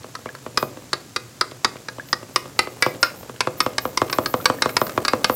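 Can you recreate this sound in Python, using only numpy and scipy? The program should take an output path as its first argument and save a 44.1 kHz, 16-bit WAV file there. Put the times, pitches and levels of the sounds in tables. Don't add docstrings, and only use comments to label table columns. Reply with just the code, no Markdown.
import sys
import numpy as np
from scipy import signal
from scipy.fft import rfft, irfft
from scipy.io import wavfile
from scipy.ndimage import uniform_filter1d

SR = 44100
rng = np.random.default_rng(int(sys.argv[2]) if len(sys.argv) > 2 else 0)


def int16_out(signal):
    q = np.round(np.clip(np.atleast_2d(signal).T, -1, 1) * 32767)
    wavfile.write(sys.argv[1], SR, q.astype(np.int16))


N = 236236


def undb(db):
    return 10 ** (np.asarray(db) / 20)


def unit(x):
    return x / np.sqrt(np.mean(x ** 2) + 1e-20)


def burst(x):
    return x / np.sqrt(np.sum(x ** 2) / (0.005 * SR) + 1e-20)


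def curve(rows):
    return np.interp(np.arange(N) / SR, *np.transpose(rows))


def add(out, s, x):
    i = max(int(s * SR), 0)
    out[i:i + len(x)] += x[:max(len(out) - i, 0)]


def gains(points, size):
    hz, db = np.transpose(points)
    bins_hz = np.fft.rfftfreq(size, 1 / SR)
    return undb(np.interp(np.log(bins_hz + 1), np.log(hz), db))


def colour(x, points):
    return irfft(rfft(x) * gains(points, len(x)), len(x))


def impulse(points, size=4096):
    cepstrum = irfft(np.log(gains(points, size)))
    cepstrum[1:size // 2] *= 2
    cepstrum[size // 2 + 1:] = 0
    return irfft(np.exp(rfft(cepstrum)))


def band(x, lo_hz, hi_hz, order=2):
    sos = signal.butter(order, [lo_hz, hi_hz], "band", fs=SR, output="sos")
    return signal.sosfilt(sos, x)


def ring(hz, t60, size=4096):
    t = np.arange(size) / SR
    return np.sin(2 * np.pi * hz * t) * np.exp(-np.log(1000) * t / t60)


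def disperse(x, lag_ms, corner_hz):
    hz = np.fft.rfftfreq(len(x), 1 / SR)
    phase = 2 * np.pi * lag_ms / 1000 * corner_hz * np.arctan(hz / corner_hz)
    return irfft(rfft(x) * np.exp(-1j * phase), len(x))


def chatter(ms, rebound=0.72, grit=0.083, count=7, size=4096):
    age = np.arange(size) / SR * 1000 / ms
    force = grit * rng.standard_normal(size) * np.exp(-age ** 2)
    force[0] += 1
    late = rng.uniform(0.05, 1, count)
    force[np.searchsorted(age, late)] += rebound * rng.choice([-1, 1], count) * (1 - late / 2)
    return force


def walk(rate):
    k = int(SR / rate)
    steps = np.repeat(rng.standard_normal(N // k + 1), k)
    return unit(uniform_filter1d(steps, k)[:N])


# start in seconds, level in dB, rim in dB (relative),
# after-ring in dB (relative), wall pitch in Hz, wire pitch in Hz.
WIRE_CLACKS = [(0.152, -22, -13, -12, 1290, 4490), (0.35, -28, -12, -7, 1340, 4400),
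               (0.574, -8.5, -7, -11, 1246, 5000), (0.931, -11.5, -4.5, -10.5, 1206, 4430),
               (1.162, -14, -5.5, -14, 1236, 4790), (1.411, -8.5, -7.5, -10.5, 1280, 4840),
               (1.646, -7, -8, -13, 1292, 4800), (1.885, -20.5, -26, -22, 1664, 4060),
               (2.129, -8.5, -22, -20, 1185, 5000), (2.36, -8, -1, -11.5, 1182, 5240),
               (2.591, -7, 4.5, -5.5, 1273, 4580), (2.824, -8.5, 5.5, -0.5, 1675, 4990),
               (3.029, -5, -4, -2, 1426, 5320), (3.406, -11, 1.5, -13, 1048, 5250),
               (3.604, -7.5, -1, -10.5, 1260, 5320), (3.782, -12, 0, -28, 1164, 5040),
               (3.974, -11, 1, -10, 1064, 5520), (4.098, -22.5, 0.5, -20, 1260, 4380),
               (4.128, -14.5, 0.5, -8, 1130, 5260), (4.259, -14.5, -4, -11, 1250, 4400),
               (4.456, -5, 0.5, -12, 1167, 4520), (4.621, -8.5, -0.5, -4.5, 1237, 4020),
               (4.692, -24, 3.5, -15, 1610, 4060), (4.767, -8, 0.5, -15, 970, 5110),
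               (4.867, -23.5, -10, -11, 1330, 4610), (4.894, -25, -3, -5, 1280, 3840),
               (5.05, -14, -4, -24, 1263, 4600), (5.081, -10.5, -1, -4.5, 1200, 4800),
               (5.244, -7.5, -0.5, -12, 1180, 4580)]
RIM_HZ, RIM_SCATTER = 2135, 0.047
CHATTER_MS, CHATTER_SCATTER = 5.2, 0.15
FIRM_CLACK_DB, WIRE_DB, TICK_DB = -16, -4.5, -16
WIRE_DB_PER_DB, TICK_DB_PER_RIM_DB = 0.76, 0.4


def clacks():
    out = np.zeros(N)
    for s, db, rim_db, after_db, pan_hz, wire_hz in WIRE_CLACKS:
        rim_hz = RIM_HZ * np.exp(RIM_SCATTER * rng.standard_normal())
        wire_db = WIRE_DB + WIRE_DB_PER_DB * min(db - FIRM_CLACK_DB, 0)
        tick_db = TICK_DB + TICK_DB_PER_RIM_DB * rim_db
        contact_ms = CHATTER_MS * np.exp(CHATTER_SCATTER * rng.standard_normal())
        force = chatter(contact_ms, rebound=0.81, grit=0.23)

        wall = burst(band(force, 762, 1820, order=3))
        wall += undb(-1.5) * burst(ring(pan_hz, t60=0.04))
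        wall += undb(-4) * burst(band(force, 293, 1150))
        rim = burst(band(force, 0.87 * rim_hz, 1.22 * rim_hz))
        rim += undb(-3) * burst(ring(rim_hz, t60=0.034))
        wires = burst(band(force, 3705, 5614, order=3))
        wires += undb(-2.5) * burst(ring(wire_hz, t60=0.026))
        tick = burst(band(force, 7850, 10460))
        tick += undb(-27) * burst(band(force, 9700, 11400))

        clack = undb(-3.5) * burst(wall) + undb(rim_db - 8) * burst(rim) + undb(wire_db) * burst(wires)
        add(out, s, undb(db) * disperse(clack + undb(tick_db) * tick, lag_ms=2.51, corner_hz=684))

        rattle = rng.standard_normal(len(force)) * np.exp(-np.arange(len(force)) / SR / 0.03)
        after = signal.fftconvolve(clack, rattle / np.linalg.norm(rattle))
        add(out, s + 0.0033, undb(db + after_db - 5.5) * band(after, 740, 4300, order=1))
        add(out, s, undb(db + wire_db - 28.5) * ring(wire_hz, t60=0.26, size=SR // 4))
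    return out


# start in seconds, relative level in dB.
BOARD_KNOCKS = [(0.043, -30.5), (0.258, -25), (0.463, -25.5), (0.627, -16.5), (0.771, -32), (0.959, -37),
                (1.517, -32), (1.756, -32), (1.983, -29), (2.228, -32.5), (2.456, -32), (2.672, -25.5),
                (2.863, -14), (3.23, -34), (3.295, -28), (3.472, -16.5), (3.663, -16), (3.853, -18),
                (4.017, -12.5), (4.185, -12.5), (4.34, -13.5), (4.499, -13.5), (4.658, -14.5), (4.815, -13),
                (4.977, -14), (5.134, -12.5), (5.297, -13.5)]
# frequency in Hz, level in dB.
KNOCK_COLOUR = [(30, -53), (70, -13.5), (120, 5), (180, -10), (260, 1.5), (420, 2), (580, 4), (780, -5.5),
                (1150, -1), (1500, -12), (2000, -24), (3500, -35.5), (8000, -34.5), (15000, -64)]
FIRM_KNOCK_DB, UPPER_DB, UPPER_DB_PER_DB = -13, 2, 0.4
RATTLE_DB, RATTLE_MS = -12.5, 6


def knocks(rock_db=-7, rock_s=0.003896):
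    out = np.zeros(N)
    lead = 256
    thud = np.roll(impulse(KNOCK_COLOUR), lead)
    low = signal.sosfiltfilt(signal.butter(2, 850, fs=SR, output="sos"), thud)
    body, upper = burst(low), burst(thud - low)
    for s, db in BOARD_KNOCKS:
        upper_db = UPPER_DB + UPPER_DB_PER_DB * (db - FIRM_KNOCK_DB)
        lag_ms = 3.9 * rng.uniform(0.92, 1.08)
        rock = rock_s * rng.uniform(0.7, 1.5)
        blow = disperse(body + undb(upper_db) * upper, lag_ms, corner_hz=826)
        second = disperse(body, lag_ms, corner_hz=784)
        rattle = band(chatter(RATTLE_MS, rebound=0.6, grit=0.2), 1220, 3600)
        add(out, s - lead / SR, undb(db - 2.5) * blow)
        add(out, s - lead / SR + rock, undb(db + rock_db - 2.5) * second)
        add(out, s, undb(db + RATTLE_DB) * burst(rattle))
    return out


GRAZES_PER_S, GRAZE_DB, GRAZE_SCATTER_DB = 3, -41, 3


def grazes(lo_hz=1500, hi_hz=3600):
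    out = np.zeros(N)
    for when, force, spot in rng.random((int(GRAZES_PER_S * N / SR), 3)):
        shift = 2 ** (spot - 0.5)
        tick = burst(band(chatter(ms=3.5), lo_hz * shift, hi_hz * shift))
        add(out, when * N / SR, undb(GRAZE_DB + GRAZE_SCATTER_DB * (2 * force - 1)) * tick)
    return out


# frequency in Hz, relative level in dB, t60 in seconds.
PAN_RING = [(118, -17, .3), (252, -21, .25), (345, -21, .12), (394, -18, .25), (524, -17, .4),
            (590, -16, .08), (660, -18, .08), (1023, -17, .2), (1130, -19, .1), (1228, -14, .22),
            (1464, -16, .22), (1660, -22, .15), (2121, -15, .26), (2505, -11, .22), (2690, -24, .15),
            (2820, -21, .15), (3640, -25, .15), (4330, -24, .15), (4505, -16, .2), (4730, -23, .15),
            (5200, -23, .15)]
# delay in seconds, level in dB.
SURFACES = [(.0035, -42), (.0079, -14.5), (0.0116, -21)]


def pan(blows):
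    modes = sum(undb(db) * ring(hz, t60, size=SR // 2) for hz, db, t60 in PAN_RING)
    direct = blows + undb(-46) * signal.fftconvolve(blows, modes)[:N]
    out = direct.copy()
    soft = band(direct, 62, 6800, order=1)
    for s, db in SURFACES:
        add(out, s, undb(db) * soft)
    return out


# time in seconds, relative slosh level in dB.
STIRRING = [(0, -45), (0.6, -43), (1.3, -47), (2.0, -45), (2.5, -44), (2.9, -39), (3.3, -42), (3.9, -40),
            (4.2, -36), (5.36, -36)]
# frequency in Hz, level in dB.
SLOSH_COLOUR = [(30, -22), (70, 7.5), (130, -1.5), (200, 5.5), (520, 5.5), (1200, -3), (2500, -11.5),
                (5000, -16), (8000, -13.5), (15000, -19)]
# start in seconds, relative level in dB, starting pitch in Hz.
POPS = [(0.269, -40, 2190), (0.291, -32, 1630), (1.9974, -28, 1610), (4.4016, -32, 1300),
        (4.587, -36, 1730)]


def liquid(snaps_per_s=450, spread_db=3):
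    out = np.zeros(N)
    t = np.arange(SR // 10) / SR
    for s, loud in rng.random((int(snaps_per_s * N / SR), 2)):
        snap = rng.standard_normal(400) * np.exp(-t[:400] / 0.002)
        add(out, s * N / SR, snap * undb(spread_db * min(-np.log(loud), 4)))
    out = unit(colour(out, SLOSH_COLOUR)) * undb(curve(STIRRING) - 3)
    for s, db, hz in POPS:
        bubble = np.sin(2 * np.pi * hz * t * (1 + 3.7 * t)) * np.exp(-t / 0.0052)
        add(out, s, undb(db + 7.5) * bubble)
    return out


# frequency in Hz, relative level in dB.
HOOP_MODES = [(8274, -68), (8672, -71), (9604, -71), (10061, -68), (10864, -67), (12455, -60), (12640, -62),
              (13011, -58), (13438, -60), (13916, -62), (14772, -58)]
# start in seconds, relative level in dB.
WRIST_JERKS = [(0.572, -42), (2.062, -53), (2.325, -51), (2.572, -53), (2.8, -47), (3.0, -44), (3.15, -51),
               (3.57, -42), (3.8, -44.5), (4.095, -45), (4.27, -49), (4.8, -38.5)]
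JINGLE_RISE_S, JINGLE_HOLD_S, JINGLE_FADE_S = 0.014, 0.061, 0.027
SHAKE_DB, SHAKE_DB_PER_DB = -46.5, 4
SHAKE_SWELL_DB, SHAKE_SWELLS_PER_S = 4.5, 16
BANGLE_T60_S, SIZZLE_DB = 0.07, -19


def bangles(taps_per_s=80, count=40):
    extra = [(hz, -64) for hz in rng.uniform(11500, 15800, count)]
    out, stir = np.zeros(N), curve(STIRRING)
    for hz, db in list(HOOP_MODES) + extra:
        mode = ring(hz, BANGLE_T60_S)
        for s, force in rng.random((int(taps_per_s * N / SR), 2)):
            add(out, s * N / SR, undb(db) * force ** 3 * mode)
    follow_db = SHAKE_DB + SHAKE_DB_PER_DB * (stir - stir.max())
    shake = undb(follow_db + SHAKE_SWELL_DB * walk(SHAKE_SWELLS_PER_S))
    t = np.arange(SR // 2) / SR
    flurry = np.minimum(t / JINGLE_RISE_S, 1) * np.exp(-np.maximum(t - JINGLE_HOLD_S, 0) / JINGLE_FADE_S)
    for s, db in WRIST_JERKS:
        add(shake, s, undb(db + 1.5) * flurry)
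    sizzle = band(rng.standard_normal(N), 10600, SR / 2 - 20)
    return (unit(out) + undb(SIZZLE_DB) * unit(sizzle)) * shake


# frequency in Hz, level in dB.
ECHO_COLOUR = [(50, -44), (130, 9.5), (300, 4.5), (600, 1.5), (1200, -10), (2500, -5), (5000, -11),
               (8000, -3.5), (15000, -4)]


def kitchen(x, low_t60=0.44, high_t60=0.38, build_up_s=0.02):
    t = np.arange(SR * 3 // 4) / SR
    low, high = rng.standard_normal((2, len(t)))
    fade = -np.log(1000) * t
    tail = band(low, 40, 1000) * np.exp(fade / low_t60)
    tail += band(high, 1000, 16000) * np.exp(fade / high_t60)
    echo = undb(-41) * colour(tail, ECHO_COLOUR) * np.minimum(t / build_up_s, 1)
    return x + signal.fftconvolve(x, echo)[:N]


# frequency in Hz, level in dB per Hz (relative).
HISS_COLOUR = [(25, -24), (65, -18), (120, 12), (180, -5.5), (280, 1), (520, -25), (750, -20),
               (1200, -11.5), (2000, -14.5), (3300, -15.5), (7500, -13), (8500, -20), (12000, -22),
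               (16000, -28)]


def hiss(level_db=-45):
    return undb(level_db) * unit(colour(rng.standard_normal(N), HISS_COLOUR))


def scene():
    blows = clacks() + knocks() + grazes()
    sources = pan(blows) + liquid() + bangles()
    return (kitchen(sources) + hiss())[None]


def record(dry):
    rounded = dry / (1 + dry ** 4) ** (1 / 4)
    thin = signal.sosfilt(signal.butter(3, 42, "high", fs=SR, output="sos"), rounded)
    top_hz = 15900
    return signal.sosfilt(signal.ellip(8, 0.2, 70, top_hz, fs=SR, output="sos"), thin)


dry = scene()
out = record(dry)
int16_out(out)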